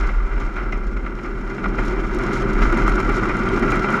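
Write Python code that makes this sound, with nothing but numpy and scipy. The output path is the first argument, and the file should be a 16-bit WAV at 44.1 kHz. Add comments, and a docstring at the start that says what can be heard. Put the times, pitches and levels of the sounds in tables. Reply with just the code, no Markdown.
"""On an asphalt road, a soap box cart coasts downhill, heard from a camera fixed to its frame.
Air rushes past, grit crackles under the wheels and flicked stones tick against the cart.
Bumps boom in the frame and make loose parts knock; a bracket rattles and a metal fitting clinks.
The cart shudders on its tyres, while the grain of the road drums the frame and makes the
camera mount chatter, louder as the road gets rougher."""
import sys
import numpy as np
from scipy import signal
from scipy.fft import rfft, irfft
from scipy.io import wavfile

SR = 44100
rng = np.random.default_rng(int(sys.argv[2]) if len(sys.argv) > 2 else 0)


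def store_wav(level_fs):
    """Save 16-bit WAV to argv[1]."""
    pcm = np.round(np.clip(np.atleast_2d(level_fs), -1, 1) * 32767)
    wavfile.write(sys.argv[1], SR, pcm.T.astype(np.int16))


N = 176400

# pitches at which the cart's frame rings: f/Hz, width/Hz, level/dB
FRAME_RESONANCES = [(101, 17, -11.5), (126.6, 22, 0.5), (206.6, 74.5, 1), (258, 33, -2.5), (319.5, 59, -1),
                    (363.6, 40, 1), (392.9, 41.4, 0.5), (515.4, 92, -11.5), (640, 434, -21.5)]
# pitches at which the camera's mount and housing ring: f/Hz, width/Hz, level/dB
MOUNT_RESONANCES = [(756, 760, -12.5), (963, 180, -10), (1198, 132, -3), (1328, 71, -0.5), (1414, 82, 0.5),
                    (1502, 120, -7), (1634, 144, -10.5), (2048, 350, -9), (2357, 148, -14.5),
                    (2744, 220, -21.5), (3120, 190, -25), (3740, 1470, -35.5), (5240, 210, -33.5)]


def undb(db):
    """Turn decibels into a gain to multiply by."""
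    return 10 ** (np.asarray(db) / 20)


def unit(x):
    """Scale a signal to an average power of 1."""
    return x / np.sqrt(np.mean(x ** 2))


def curve(table, column=1):
    """A gain for every sample, gliding between rows of time and dB."""
    rows = np.array(table)
    return undb(np.interp(np.arange(N) / SR, rows[:, 0], rows[:, column]))


def wander(rate_hz):
    """A smooth random wobble of typical size 1, mostly slower than rate_hz."""
    f = np.arange(N // 2 + 1) * SR / N
    return unit(irfft(rfft(rng.standard_normal(N)) / (1 + (f / rate_hz) ** 2), N))


def ring(x, resonances):
    """Let x ring an object at its own pitches; white noise would keep its power."""
    size = 2 * N
    f = np.arange(N + 1) * SR / size
    power = sum(undb(db) ** 2 / (1 + ((f - hz) / (width / 2)) ** 2) ** 2 for hz, width, db in resonances)
    # keeping half the cepstrum makes the ringing follow each hit, never come before it
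    cepstrum = irfft(np.log(power / power.mean() + 1e-12))[:N]
    cepstrum[0] /= 2
    response = np.exp(rfft(cepstrum, size))
    return irfft(rfft(x, size) * response)[:N]


def grains(per_second, spread_db):
    """Tiny impacts of uneven size at random moments."""
    lands = rng.random(N) < per_second / SR
    size = undb(spread_db * np.clip(rng.standard_normal(N), -2, 2))
    sign = rng.choice([-1, 1], N)
    return unit(lands * sign * size)


def burst(start, rise_s, decay_s):
    """The loudness of one hit: a quick rise, then a fade."""
    age = np.maximum(np.arange(N) / SR - start, 0)
    return np.minimum(age / rise_s, 1) * np.exp(-np.maximum(age - rise_s, 0) / decay_s)


def strike(hits, tones, decay_s, scatter_db, detune, rise_s=.0003):
    """Each hit lands on a different spot, so it rings the same tones a little differently."""
    out = np.zeros(N)
    age = np.arange(N // 40) / SR
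    fade = np.exp(-age / decay_s) * np.minimum(age / rise_s, 1)
    hz, tone_db = np.array(tones).T
    for start, db in hits:
        colour, shift = rng.standard_normal((2, len(hz)))
        gains = undb(db + tone_db + scatter_db * colour)
        waves = np.sin(2 * np.pi * np.outer(hz * (1 + detune * shift), age))
        first = int(start * SR)
        out[first:first + len(age)] += (gains @ waves * fade)[:N - first]
    return out


def air(gust_db=2, rush_db=-41.5, hiss_db=-70):
    """Gusty wind pushes on the camera housing, drones inside it and hisses thinly past it."""
    # the low rush of air: f/Hz, width/Hz, level/dB
    rush_bands = [(24.6, 83, -8), (90.5, 890, -16), (500, 1200, -26)]
    # strength of the drone, greatest as the cart leaves a bend: t/s, level/dB
    drone_levels = [(0, -54), (1.0, -47.5), (2.4, -48), (3.0, -36), (3.7, -34), (4, -45)]
    # the pitch at which the housing drones: f/Hz, width/Hz, level/dB
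    drone_resonance = [(109.5, 33, 0)]
    # the steady hiss: f/Hz, width/Hz, level/dB
    hiss_bands = [(5450, 330, 14), (6500, 5600, 6), (10700, 3500, -3.5)]
    gusts = undb(gust_db * wander(3.8))
    rush = undb(rush_db) * ring(rng.standard_normal(N), rush_bands)
    drone = curve(drone_levels) * ring(rng.standard_normal(N), drone_resonance)
    hiss = undb(hiss_db) * ring(rng.standard_normal(N), hiss_bands)
    return gusts * (rush + drone) + hiss


def grit(jolts, patchy_db=2.5, sand_db=-1, crack_db=-16.5):
    """Sand crunches under the wheels in patches, lone grains crack brightly, small stones scuff."""
    # strength of the crunching: t/s, level/dB
    grit_levels = [(0, -45.5), (.2, -59.5), (.42, -55), (.7, -61), (1.45, -58), (1.75, -53.5),
                   (1.86, -45.5), (2.0, -52), (2.28, -49.5), (2.37, -40.5), (2.52, -51), (2.63, -42),
                   (2.75, -48.5), (2.88, -45), (2.95, -44.5), (3.1, -46), (3.45, -47.5), (3.74, -45),
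                   (3.83, -45.5), (4, -46)]
    # stones scuffed by a wheel: t/s, level/dB, decay/s
    scuff_times = [(.086, -57, 0.0091), (.398, -46, 0.02), (.558, -48, 0.022), (.722, -47, .01),
                   (.868, -50.5, .012), (1.15, -51, .008), (1.233, -45.5, .01), (1.258, -50, .008),
                   (1.497, -46.5, 0.011), (1.545, -49, .012), (1.852, -54, 0.018), (2.146, -40, 0.0071),
                   (2.186, -42.5, .008), (2.236, -43, .01), (2.333, -49, 0.011), (2.369, -51, .01),
                   (2.53, -42, 0.0091), (2.618, -43, 0.017), (2.775, -40.5, 0.019), (2.866, -43, 0.016),
                   (3.001, -43, .008), (3.561, -36.5, 0.006), (3.622, -42, 0.013), (3.707, -38.5, 0.014),
                   (3.792, -38, 0.0065)]
    # pitches rung by sand and scuffs: f/Hz, width/Hz, level/dB
    grit_resonances = [(3070, 2550, 4.5), (3890, 78, 7), (4216, 290, 3.5), (4840, 480, 2.5),
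                       (5450, 380, 7.5), (6250, 760, 2), (6940, 1020, -1), (8200, 460, -16),
                       (9660, 3600, -14), (11800, 1400, -23)]
    # pitches rung by cracking grains: f/Hz, width/Hz, level/dB
    crack_resonances = [(7040, 860, 5.5), (8330, 560, 1.5), (9740, 1000, -6.5), (11030, 1400, -9.5),
                        (12200, 700, -14)]
    patches = undb(jolts + patchy_db * wander(34))
    sand = unit(grains(per_second=3900, spread_db=3.5) * patches) * curve(grit_levels)
    cracks = unit(grains(per_second=220, spread_db=2) * patches) * curve(grit_levels)
    scuff_gain = sum(undb(db) * burst(start, rise_s=.0013, decay_s=decay)
                     for start, db, decay in scuff_times)
    scuffs = scuff_gain * grains(per_second=2700, spread_db=.5)
    crunch = ring(undb(sand_db) * sand + scuffs, grit_resonances)
    return crunch + undb(crack_db) * ring(cracks, crack_resonances)


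def stone_ticks():
    """Single stones are flicked against the cart and tick sharply."""
    # stone hits: t/s, level/dB
    hits = [(1.852, -41), (2.147, -37), (2.187, -40), (2.235, -39), (2.336, -38), (2.535, -40),
            (2.726, -36), (2.773, -36), (2.878, -33), (2.894, -35), (3.002, -34), (3.094, -37),
            (3.368, -37), (3.595, -37), (3.705, -37), (3.718, -34), (3.757, -36), (3.904, -36),
            (3.927, -37)]
    # tones they ring: f/Hz, level/dB
    tones = [(4100, -5), (5400, -6), (6400, -2), (7100, -3), (8400, -8), (9700, -12), (10700, -11),
             (11900, -14)]
    return strike(hits, tones, decay_s=.002, scatter_db=1, detune=.025)


def metal_clinks():
    """A small metal fitting is knocked twice and rings briefly."""
    # knocks on the metal: t/s, level/dB
    hits = [(2.42, -34), (3.488, -31)]
    # its tones: f/Hz, level/dB
    tones = [(3178, 0), (3757, -9), (4250, -12), (4800, -8), (5520, -12), (6280, -10), (8360, -14),
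             (9080, -22)]
    return strike(hits, tones, decay_s=.0042, scatter_db=2, detune=.003)


def bracket_rattle(jolts):
    """A loose bracket taps and rings, loudest on the rough stretch."""
    # strength of the tapping: t/s, level/dB
    tap_levels = [(0, -46), (1.7, -50), (2.2, -39), (2.5, -42), (2.65, -32), (3.4, -35.5), (3.5, -43),
                  (3.7, -29.5), (4, -29)]
    # pitches at which the bracket rings: f/Hz, width/Hz, level/dB
    bracket_resonances = [(1200, 38, -8.5), (1357, 40, 0), (1426, 56, -4)]
    taps = unit(grains(per_second=170, spread_db=2.5) * undb(jolts))
    return ring(taps * curve(tap_levels), bracket_resonances)


def knocks(rise_s=.002):
    """Each bump sets off a short rattle of the mount and of loose parts."""
    # bumps: t/s, mount level/dB, loose parts level/dB, decay/s
    bumps = [(0.036, -31, -42, 0.026), (0.088, -24, -46, 0.015), (0.411, -35, -47, 0.023),
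             (0.563, -23, -34, 0.011), (0.579, -28.5, -42, 0.03), (0.722, -26.5, -29, .015),
             (.965, -29, -35, 0.0086), (1.061, -28.5, -37, 0.018), (1.187, -28.5, -42, 0.0095),
             (1.243, -29.5, -56, 0.036), (1.501, -32, -59, 0.047), (1.58, -29, -55, 0.015),
             (1.639, -20.5, -32, 0.0075), (1.656, -20, -49, 0.0044), (1.784, -20.5, -30, 0.018),
             (2.214, -26.5, -50, 0.008), (2.618, -15, -36, 0.013), (2.725, -20, -43, 0.0073),
             (2.782, -20, -41, 0.014), (2.818, -23, -31, 0.0072), (2.877, -18, -51, 0.012),
             (2.979, -17.5, -45, 0.01), (3.001, -22, -44, 0.009), (3.09, -20.5, -34, 0.022),
             (3.226, -23.5, -48, 0.032), (3.292, -20, -31, 0.014), (3.678, -25.5, -36, 0.019),
             (3.717, -19, -26, 0.016), (3.843, -17, -26, 0.0063), (3.885, -17, -48, 0.013)]
    # pitches at which the loose parts ring: f/Hz, width/Hz, level/dB
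    loose_resonances = [(2060, 340, 0), (2370, 280, -1.5), (2750, 180, -12), (3150, 200, -20),
                        (4000, 400, -23), (6000, 2000, -32)]
    mount_gain = loose_gain = 0
    for start, mount_db, loose_db, decay_s in bumps:
        shape = burst(start, rise_s, decay_s)
        mount_gain += undb(mount_db) * shape
        loose_gain += undb(loose_db) * shape
    mount = ring(mount_gain * grains(per_second=6000, spread_db=2), MOUNT_RESONANCES)
    loose = ring(loose_gain * grains(per_second=6000, spread_db=2), loose_resonances)
    return mount + loose


def thumps(rise_s=.011, decay_s=.011):
    """Heavy bumps boom in the frame; one hard bump leaves a frame tube ringing."""
    # heavy bumps: t/s, level/dB
    bumps = [(.08, -36), (1.653, -22), (1.779, -20), (2.765, -19.5), (3.08, -19.5), (3.619, -27)]
    # the ringing tube: t/s, f/Hz, level/dB, decay/s
    tube_note = (2.718, 334, -15, .038)
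    blows = sum(undb(db) * burst(start, rise_s, decay_s) for start, db in bumps)
    boom = ring(blows * rng.standard_normal(N), FRAME_RESONANCES)
    start, hz, db, tube_decay_s = tube_note
    tube = np.sin(2 * np.pi * hz * np.arange(N) / SR)
    return boom + undb(db) * burst(start, rise_s, tube_decay_s) * tube


def shudder(bounce_hz=38.5, drift=.06, sway_db=1.2, shake_db=-8):
    """The cart bounces on its tyres at a low, wandering pitch and shakes unevenly around it."""
    # strength of the shudder: t/s, level/dB
    shudder_levels = [(0, -16), (.06, -14.5), (.095, -24), (.135, -14), (.22, -17), (.3, -19), (.4, -17),
                      (.55, -25), (.62, -20), (.75, -18), (1.05, -21), (1.13, -26), (1.42, -22.5),
                      (1.6, -34), (1.68, -19), (2.05, -22), (2.24, -21), (2.31, -29), (2.37, -21),
                      (2.49, -23), (2.57, -14.5), (2.68, -13), (2.75, -19), (2.9, -14.5), (2.97, -19.5),
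                      (3.08, -17), (3.23, -26), (3.45, -24), (3.76, -20), (3.87, -30), (4, -36)]
    # the uneven shaking: f/Hz, width/Hz, level/dB
    shake_bands = [(25, 9.6, -3), (46.4, 17.4, -7)]
    pitch_hz = bounce_hz * (1 + drift * wander(12))
    phase = 2 * np.pi * np.cumsum(pitch_hz) / SR
    bounce = np.sin(phase) * undb(sway_db * wander(11))
    shake = unit(ring(rng.standard_normal(N), shake_bands))
    return (bounce + undb(shake_db) * shake) * curve(shudder_levels)


def rolling(jolts, frame_db=-.5, mount_db=-1):
    """The grain of the asphalt drums the frame and makes the camera mount chatter."""
    # strength of the rolling: t/s, drumming level/dB, chatter level/dB
    road_levels = [(0, -30, -28), (.2, -37.5, -36), (.43, -31, -30.5), (.53, -36, -36.5), (.64, -31, -31.5),
                   (.85, -32, -36.5), (1.4, -31, -36.5), (1.65, -26.5, -32.5), (1.9, -24.5, -27.5),
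                   (2.1, -25.5, -30), (2.33, -22, -25), (2.52, -23.5, -27.5), (2.64, -22, -24),
                   (3.0, -22, -25), (3.2, -22, -24.5), (3.42, -23.5, -25), (3.5, -21, -25.5),
                   (3.58, -20, -24.5), (3.73, -19, -22.5), (3.82, -22, -25), (4, -20.5, -22)]
    drumming = unit(grains(per_second=5000, spread_db=3) * undb(jolts / 2))
    chatter = unit(grains(per_second=4500, spread_db=1) * undb(jolts + wander(70)))
    frame = ring(drumming * curve(road_levels, column=1), FRAME_RESONANCES)
    mount = ring(chatter * curve(road_levels, column=2), MOUNT_RESONANCES)
    return undb(frame_db) * frame + undb(mount_db) * mount


def scene():
    """Add it all into one channel; the same uneven road jolts frame, mount, wheels and bracket."""
    jolts = wander(49)  # quick ups and downs in level, in dB
    mix = (shudder() + rolling(jolts) + knocks() + thumps() + grit(jolts)
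           + stone_ticks() + metal_clinks() + air() + bracket_rattle(jolts))
    return mix[None]


def record(dry):
    """The camera cuts off the highest treble."""
    top_hz = 14300
    return signal.sosfilt(signal.ellip(8, .2, 70, top_hz, fs=SR, output="sos"), dry)


dry = scene()
out = record(dry)
store_wav(out)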